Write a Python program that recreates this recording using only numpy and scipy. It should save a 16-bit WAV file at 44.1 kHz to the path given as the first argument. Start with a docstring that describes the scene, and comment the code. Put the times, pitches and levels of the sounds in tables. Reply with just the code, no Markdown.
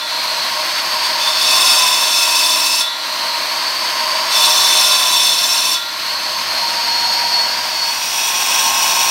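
"""A rush of air and a rising whine: an electric disc cutter winds up in a yard. It grazes a stone slab,
scores it twice and runs free as it is swung aside; the sound dissolves into a slower, deeper cut.
Motor speed drives the fan and gear lines, the whistle of the rim and its once-a-turn knock; grit rings
the steel disc while it bites. House and garage walls echo it all into one microphone."""
import sys
import numpy as np
from scipy import signal
from scipy.fft import rfft, irfft
from scipy.io import wavfile

SR = 44100
rng = np.random.default_rng(int(sys.argv[2]) if len(sys.argv) > 2 else 0)


def master(y):
    """Save y as 16-bit WAV."""
    cut = np.clip(np.atleast_2d(y).T, -1, 1)
    pcm = np.round(cut * 32767)  # scale
    wavfile.write(sys.argv[1], SR, pcm.astype(np.int16))


N = 401310
TIME = np.arange(N) / SR
HZ = np.maximum(np.arange(N // 2 + 1) * SR / N, 1)
GEAR = 12 / 44  # disc turns per turn of the motor shaft
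FREE_HZ, START_HZ, DEEP_HZ = 357.4, 307.0, 231.0  # shaft rate: unloaded, at the start, in the deep cut

# spectrum of crumbling stone: pitch_hz, level_db
GRIT = [(200, -62), (1500, -31), (2500, -41), (4500, -48), (6500, -23.5), (8500, -18.5), (10400, -26.5),
        (13000, -25), (15700, -25.5)]
# the disc leaves the stone and rings on: start_s, level_db
LIFTS = [(-.1, -32), (2.8, -27.5), (5.74, -30)]


def undb(db):
    """Decibels to gain."""
    return 10 ** (np.asarray(db) / 20)


def unit(x):
    """Scale to rms 1."""
    return x / np.sqrt(np.mean(x ** 2))


def curve(rows, column=1):
    """One column of a time table, joined by straight lines."""
    rows = np.array(rows, float)
    return np.interp(TIME, rows[:, 0], rows[:, column])


def bell(middle_s, length_s):
    """A smooth swell from 0 to 1 and back."""
    return np.cos(np.pi * np.clip((TIME - middle_s) / length_s, -.5, .5)) ** 2


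def slope(points):
    """Power response through points of pitch_hz, level_db."""
    hz, db = np.transpose(points)
    return undb(np.interp(np.log(HZ), np.log(hz), db)) ** 2


def resonances(modes, skirt, column=2):
    """Power response of a set of modes; a higher skirt deepens the valleys between them."""
    return sum(undb(mode[column]) ** 2 * (1 + (2 * (HZ - mode[0]) / mode[1]) ** 2 / skirt) ** -skirt
               for mode in modes)


def noise(power):
    """Dense random excitation heard through a power response; rms 1."""
    return unit(irfft(rfft(rng.standard_normal(N)) * np.sqrt(power), N))


def walk(rate_hz):
    """Smooth random motion up to about the given rate; spread about 1."""
    step = TIME * 2 * rate_hz
    count = int(step[-1]) + 2
    return 1.12 * np.interp(step, np.arange(count), rng.standard_normal(count))


def turns(hz):
    """Angle of a shaft turning at the given rate."""
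    return 2 * np.pi * np.cumsum(hz) / SR


def yard(direct, t60_s, wet_db):
    """Scattered echoes off walls and ground reach the microphone from 12 ms after the direct sound."""
    t = TIME[:SR // 2]
    echoes = rng.standard_normal(len(t)) * undb(-60 * t / t60_s) * (t > .012)
    return direct + undb(wet_db) * signal.fftconvolve(direct, echoes / np.linalg.norm(echoes))[:N]


def air(swing, rush, howl, buffet):
    """A wide rush, low buffeting and the howl of the guard, whose resonances change as the tool swings."""
    # spectrum of the rush: pitch_hz, level_db
    rush_colour = [(55, -29.5), (250, -10), (360, -9.5), (430, -14.5), (540, -4), (1500, 1.5), (3900, 0.5),
                   (4500, 4.5), (4950, -4.5), (5250, -2), (5600, -4.5), (6300, -7), (7200, -13),
                   (9000, -10), (10400, -17.5), (11500, -14.5), (13000, -17.5), (15700, -20.5)]
    # spectrum of the buffeting: pitch_hz, level_db
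    buffet_colour = [(22, -40), (52, 1.5), (120, -6), (200, 4), (290, -4), (450, -32)]
    # air resonances of the guard: pitch_hz, width_hz, upright_db, aside_db
    guard_modes = [(626.7, 39, 0, -16), (740, 116, -42, -8.5), (947, 38, 5, 3), (1057, 89, 2.5, -32),
                   (5470, 530, -36, -13)]
    wide = noise(slope(rush_colour)) * undb(0.66 * walk(23))
    upright = noise(resonances(guard_modes, skirt=1.65))
    aside = noise(resonances(guard_modes, skirt=1.7, column=3))
    guard = (np.sqrt(1 - swing) * upright + np.sqrt(swing) * aside) * undb(1.1 * walk(5))
    return rush * wide + howl * guard + buffet * noise(slope(buffet_colour))


def shaft_speed(wind_up_s=.98):
    """The motor eases towards its free speed less the drag of the stone; Hz."""
    # leaning on the tool: start_s, build_up_s, end_s, drag_hz
    pushes = [(1.55, .2, 2.768, 78), (2.25, .2, 2.768, 15), (4.565, .5, 5.718, 69.4)]
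    drag = sum(hz * np.clip((TIME - start) / build, 0, 1) * (TIME < end) for start, build, end, hz in pushes)
    step = 1 / (wind_up_s * SR)
    sag = signal.lfilter([step], [1, step - 1], drag)
    return FREE_HZ - (FREE_HZ - START_HZ) * np.exp(-TIME / wind_up_s) - sag


def motor(shaft, speed, flutter_db):
    """Thin lines tied to the shaft rate, louder with speed, their levels fluttering."""
    # commutator, gear mesh and fan blades: shaft_multiple, level_db
    orders = [(1, -51), (6, -47), (12, -43), (18, -45), (18.727, -51), (19, -40), (19.273, -51), (20, -53),
              (21, -57), (24, -49), (35, -62), (36, -54), (37, -49), (38, -44), (39, -48.5), (41, -62)]
    lines = sum(undb(db + flutter_db * walk(7.5)) * np.sin(k * shaft) for k, db in orders)
    return np.sqrt(2) * lines * speed ** 3


def eddy(angle, width_hz):
    """A narrow band of turbulence centred on a moving tone."""
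    band = 1 / (1 + (2 * HZ / width_hz) ** 4)
    return noise(band) * np.cos(angle) + noise(band) * np.sin(angle)


def whistle(shaft, rush, grip):
    """The rim sheds eddies: a breathy whistle with two bands of hiss above it; the stone stifles them."""
    # the whistle flares as the rim turns through the air: middle_s, length_s, level_db
    flares = [(.4, .4, -35), (1.35, 1.0, -26.5), (3.353, 0.26, -33), (6.2, .45, -34), (6.58, 0.29, -22.5),
              (7.03, 1, -21), (7.388, 0.46, -18.5), (7.835, 0.45, -18)]
    disc = GEAR * shaft
    core = np.sqrt(2) * np.sin(46 * disc + .4 * walk(10)) * undb(.8 * walk(8))
    tone = undb(-1) * core + undb(-8) * eddy(46 * disc, width_hz=130)
    low_hiss = eddy(49.5 * disc, width_hz=260) * undb(-3.5 + walk(9))
    high_hiss = eddy(55.5 * disc, width_hz=380) * undb(-10)
    strength = undb(-36) + sum(undb(db) * bell(middle, length) for middle, length, db in flares)
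    return (tone * strength + (low_hiss + high_hiss) * rush) / (1 + grip ** 2)


def ring_out(detune_hz=13.2, attack_s=0.015):
    """The freed disc rings down, beating gently as it spins."""
    # modes of the disc clear of the stone: pitch_hz, level_db, t60_s
    free_modes = [(1392, -4, 1.3), (1922, -5, 1.0), (3385, -3, 1.1), (3515, 3, .85), (3878, 0, 1.1),
                  (4240, -4, .7), (5440, -7, .35)]
    out = np.zeros(N)
    t = TIME[:SR]
    attack = np.minimum(t / attack_s, 1)
    for start, db in LIFTS:
        first = max(int(start * SR), 0)
        for hz, mode_db, t60 in free_modes:
            twin = np.sin(2 * np.pi * (hz + rng.normal(0, detune_hz)) * t + rng.uniform(0, 2 * np.pi))
            pair = np.sin(2 * np.pi * hz * t) + 0.53 * twin
            out[first:first + SR] += pair * undb(db + mode_db - 60 * t / t60) * attack
    return np.sqrt(2) * out


def knock(shaft, flutter_db, column):
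    """Each turn of the disc repeats the same uneven contact: low lines that boom through the slab."""
    # the rim on the stone: disc_multiple, scoring_db, deep_cut_db
    orders = [(1, -66, -69), (2, -68, -68), (3, -53, -63), (4, -48, -53), (5, -55, -62), (6, -53, -49),
              (7, -50, -58), (8, -40, -49), (11, -35, -41), (12, -35, -51), (13, -40, -41), (14, -50, -38),
              (15, -49, -43), (16, -49, -54), (17, -54, -29), (20, -52, -49), (21, -52, -49),
              (24, -44, -51), (25, -45, -51)]
    # resonances of slab and bench: pitch_hz, width_hz, level_db
    slab_modes = [(752, 25, -3), (1008, 37, 11), (1400, 27, 16)]
    disc = GEAR * shaft + .04 * walk(10)
    lines = np.zeros(N)
    for order in orders:
        level = undb(order[column] + flutter_db * walk(4.3))
        lines += level * np.sin(order[0] * disc + rng.uniform(0, 2 * np.pi))
    boom = np.sqrt(1 + resonances(slab_modes, skirt=5.2))
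    return np.sqrt(2) * irfft(rfft(lines) * boom, N)


def crumble(chatter_db, grain_db):
    """The bite wavers in the hands and breaks off grain by grain; gain."""
    return undb(chatter_db * walk(32) + grain_db * walk(900))


def contact(release_t60_s, column):
    """Every touch of disc on stone swells, holds and dies away; gain."""
    # three grazes, then two passes, each pressed harder early on:
    # start_s, attack_s, end_s, screech_db, singing_db
    touches = [(1.028, .015, 1.065, -35, -28.5), (1.18, 0.027, 1.43, -34, -25.5),
               (1.26, 0.018, 1.255, -29, -20), (1.38, 0.13, 2.813, -23.5, -19),
               (1.42, 0.24, 1.85, -42, -31), (4.285, 0.081, 5.745, -24.5, -20.5),
               (4.3, 0.12, 5.32, -43, -26.5)]
    gain = np.zeros(N)
    for touch in touches:
        start, attack, end = touch[:3]
        release_db = -60 * np.maximum(TIME - end, 0) / release_t60_s
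        gain += np.clip((TIME - start) / attack, 0, 1) * undb(touch[column] + release_db)
    return gain


def steel_disc(column, flutter_db=.9, count=3):
    """Grit rings interleaved families of modes, which flare in turn as the contact point wanders."""
    # modes of the steel disc: pitch_hz, width_hz, first_pass_db, second_pass_db
    modes = [(2598, 72, -1.5, -4), (2790, 160, -12.5, -11), (3050, 31, -13, -9), (3500, 114, -2.5, 1),
             (3539, 63, 7, 12.5), (3820, 36, -1, -8), (3934, 21, -7, 5), (4280, 18, -3, 3.5),
             (4466, 11, 3, 5), (4606, 56, -1.5, -8), (5220, 48, 3, 1), (5480, 200, -4.5, -3.5),
             (5490, 35, 0.5, 5), (5940, 51, -11, -1.5), (5930, 68, -10, -21), (6285, 37, -1.5, -0.5),
             (6870, 99, -11, -11.5), (7420, 130, -12, -11), (7650, 82, -17, -14), (8250, 90, -14, -17),
             (8660, 77, -9, -6.5), (9200, 130, -25, -18), (9400, 45, -6.5, -9), (9760, 76, -12.5, -7.5),
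             (10700, 90, -16, -19), (11100, 56, -10.5, -11.5), (11700, 130, -18, -17),
             (11660, 38, -20, -11), (12400, 60, -15, -18), (12900, 250, -24, -18), (13400, 60, -21, -22),
             (14200, 150, -23, -20)]
    powers = [resonances(modes[k::count], skirt=1.42, column=column) for k in range(count)]
    families = [np.sqrt(power.mean()) * noise(power) for power in powers]
    return sum(family * undb(flutter_db * walk(14)) for family in families)


def scoring_pass(bite, sing, column, singing_hz=3520, width_hz=500):
    """A light touch makes the loudest mode pair sing; a firm bite adds the rest and crumbling stone."""
    steel = steel_disc(column)
    singing = irfft(rfft(steel) / (1 + (2 * (HZ - singing_hz) / width_hz) ** 8), N)
    grit = np.sqrt(slope(GRIT).mean()) * noise(slope(GRIT))
    ring = unit(singing) * sing * undb(.9 * walk(5))
    screech = unit(steel - singing + grit) * bite * undb(9.5 + .5 * walk(5))
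    return ring + screech * crumble(chatter_db=0.45, grain_db=0.9)


def deep_cut():
    """Sunk in its slot the disc runs slowly, rings with broader modes and drones on the stone."""
    # the disc gripped in its slot: pitch_hz, width_hz, level_db
    gripped_modes = [(900, 88, -2), (1578, 30, -8), (2580, 174, -2), (2940, 42, -4.5), (3360, 110, -3),
                     (3760, 100, -4.5), (4390, 84, -4), (5220, 170, -3.5), (5600, 140, -5.5), (5776, 92, 2),
                     (6210, 170, -9), (6780, 110, -10.5), (7280, 70, -11), (8650, 160, -10),
                     (9100, 130, -13), (11300, 50, -13), (11700, 60, -21), (11720, 80, -13),
                     (12700, 200, -17), (13900, 60, -11), (15640, 90, -13)]
    # drone and howl build as the disc sinks in: time_s, level_db
    sinking = [(7.9, -6), (8.8, 1)]
    depth = undb(curve(sinking))
    grinding = noise(resonances(gripped_modes, skirt=1.2) + undb(5) * slope(GRIT))
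    grinding *= crumble(chatter_db=1.2, grain_db=0)
    drone = knock(turns(np.full(N, DEEP_HZ)), flutter_db=1.5, column=2)
    wind = air(swing=.8, rush=undb(-23.5), howl=depth * undb(-27), buffet=undb(-53))
    return undb(-15.5) * grinding + depth * drone + wind


def scoring(firm_bite_db=-21.5, second_pass_s=4):
    """Shaft speed, touch and pose drive the two passes and the free run."""
    # how the tool is held (swing 0 upright, 1 aside) and its air at free speed:
    # time_s, swing, rush_db, howl_db, buffet_db
    pose = [(0, 0.07, -18, -23.5, -50), (1.5, 0.07, -19.5, -25, -55), (2.7, 0.08, -19.5, -24.5, -66),
            (4.3, 0.02, -19.5, -23.5, -55), (5.3, 0.08, -21, -27, -49), (6.4, 0.04, -20.5, -26.5, -47.5),
            (6.9, 1, -20.5, -24, -46), (7.3, 0.98, -21, -23, -45), (7.6, .6, -21.5, -26, -49)]
    hz = shaft_speed()
    speed = hz / FREE_HZ
    shaft = turns(hz * (1 + .0002 * walk(8)))
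    bite = contact(release_t60_s=0.16, column=3) * speed ** 1.3
    sing = contact(release_t60_s=0.48, column=4) * speed ** 3.5
    grip = bite / undb(firm_bite_db)
    # the air dips briefly after each lift
    dip_db = -3.5 * sum(bell(start + 0.11, length_s=0.37) for start, _ in LIFTS)
    flow = speed ** 3.3 * undb(dip_db)
    rush = flow * undb(curve(pose, column=2))
    howl = flow * undb(curve(pose, column=3) + 3 * grip)
    buffet = flow * undb(curve(pose, column=4) + 2 * grip)
    spin = undb(0.5) * motor(shaft, speed, flutter_db=2) + whistle(shaft, rush, grip)
    first, second = (scoring_pass(bite, sing, column) for column in (2, 3))
    stone = np.where(TIME < second_pass_s, first, second)
    knocks = bite * speed * undb(24) * knock(shaft, flutter_db=2, column=1)
    return air(curve(pose), rush, howl, buffet) + spin + stone + knocks + ring_out()


def scene():
    """Two passes and a free run dissolve into the deep cut; one microphone feeds both channels."""
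    # the dissolve: start_s, end_s
    dissolve = (7.52, 8.55)
    fade = np.interp(TIME, dissolve, (0, 1))
    tool = (1 - fade) * scoring() + fade * deep_cut()
    return np.tile(yard(tool, t60_s=0.32, wet_db=-10.0), (2, 1))


def record(dry, bass_hz=38, drive=.65, top_hz=15750):
    """The recorder drops the deepest bass, rounds the highest peaks and cuts the top."""
    lean = signal.sosfilt(signal.butter(4, bass_hz, "highpass", fs=SR, output="sos"), dry)
    rounded = np.tanh(drive * lean) / drive
    return signal.sosfilt(signal.ellip(10, .2, 80, top_hz, fs=SR, output="sos"), rounded)


dry = scene()
out = record(dry)
master(out)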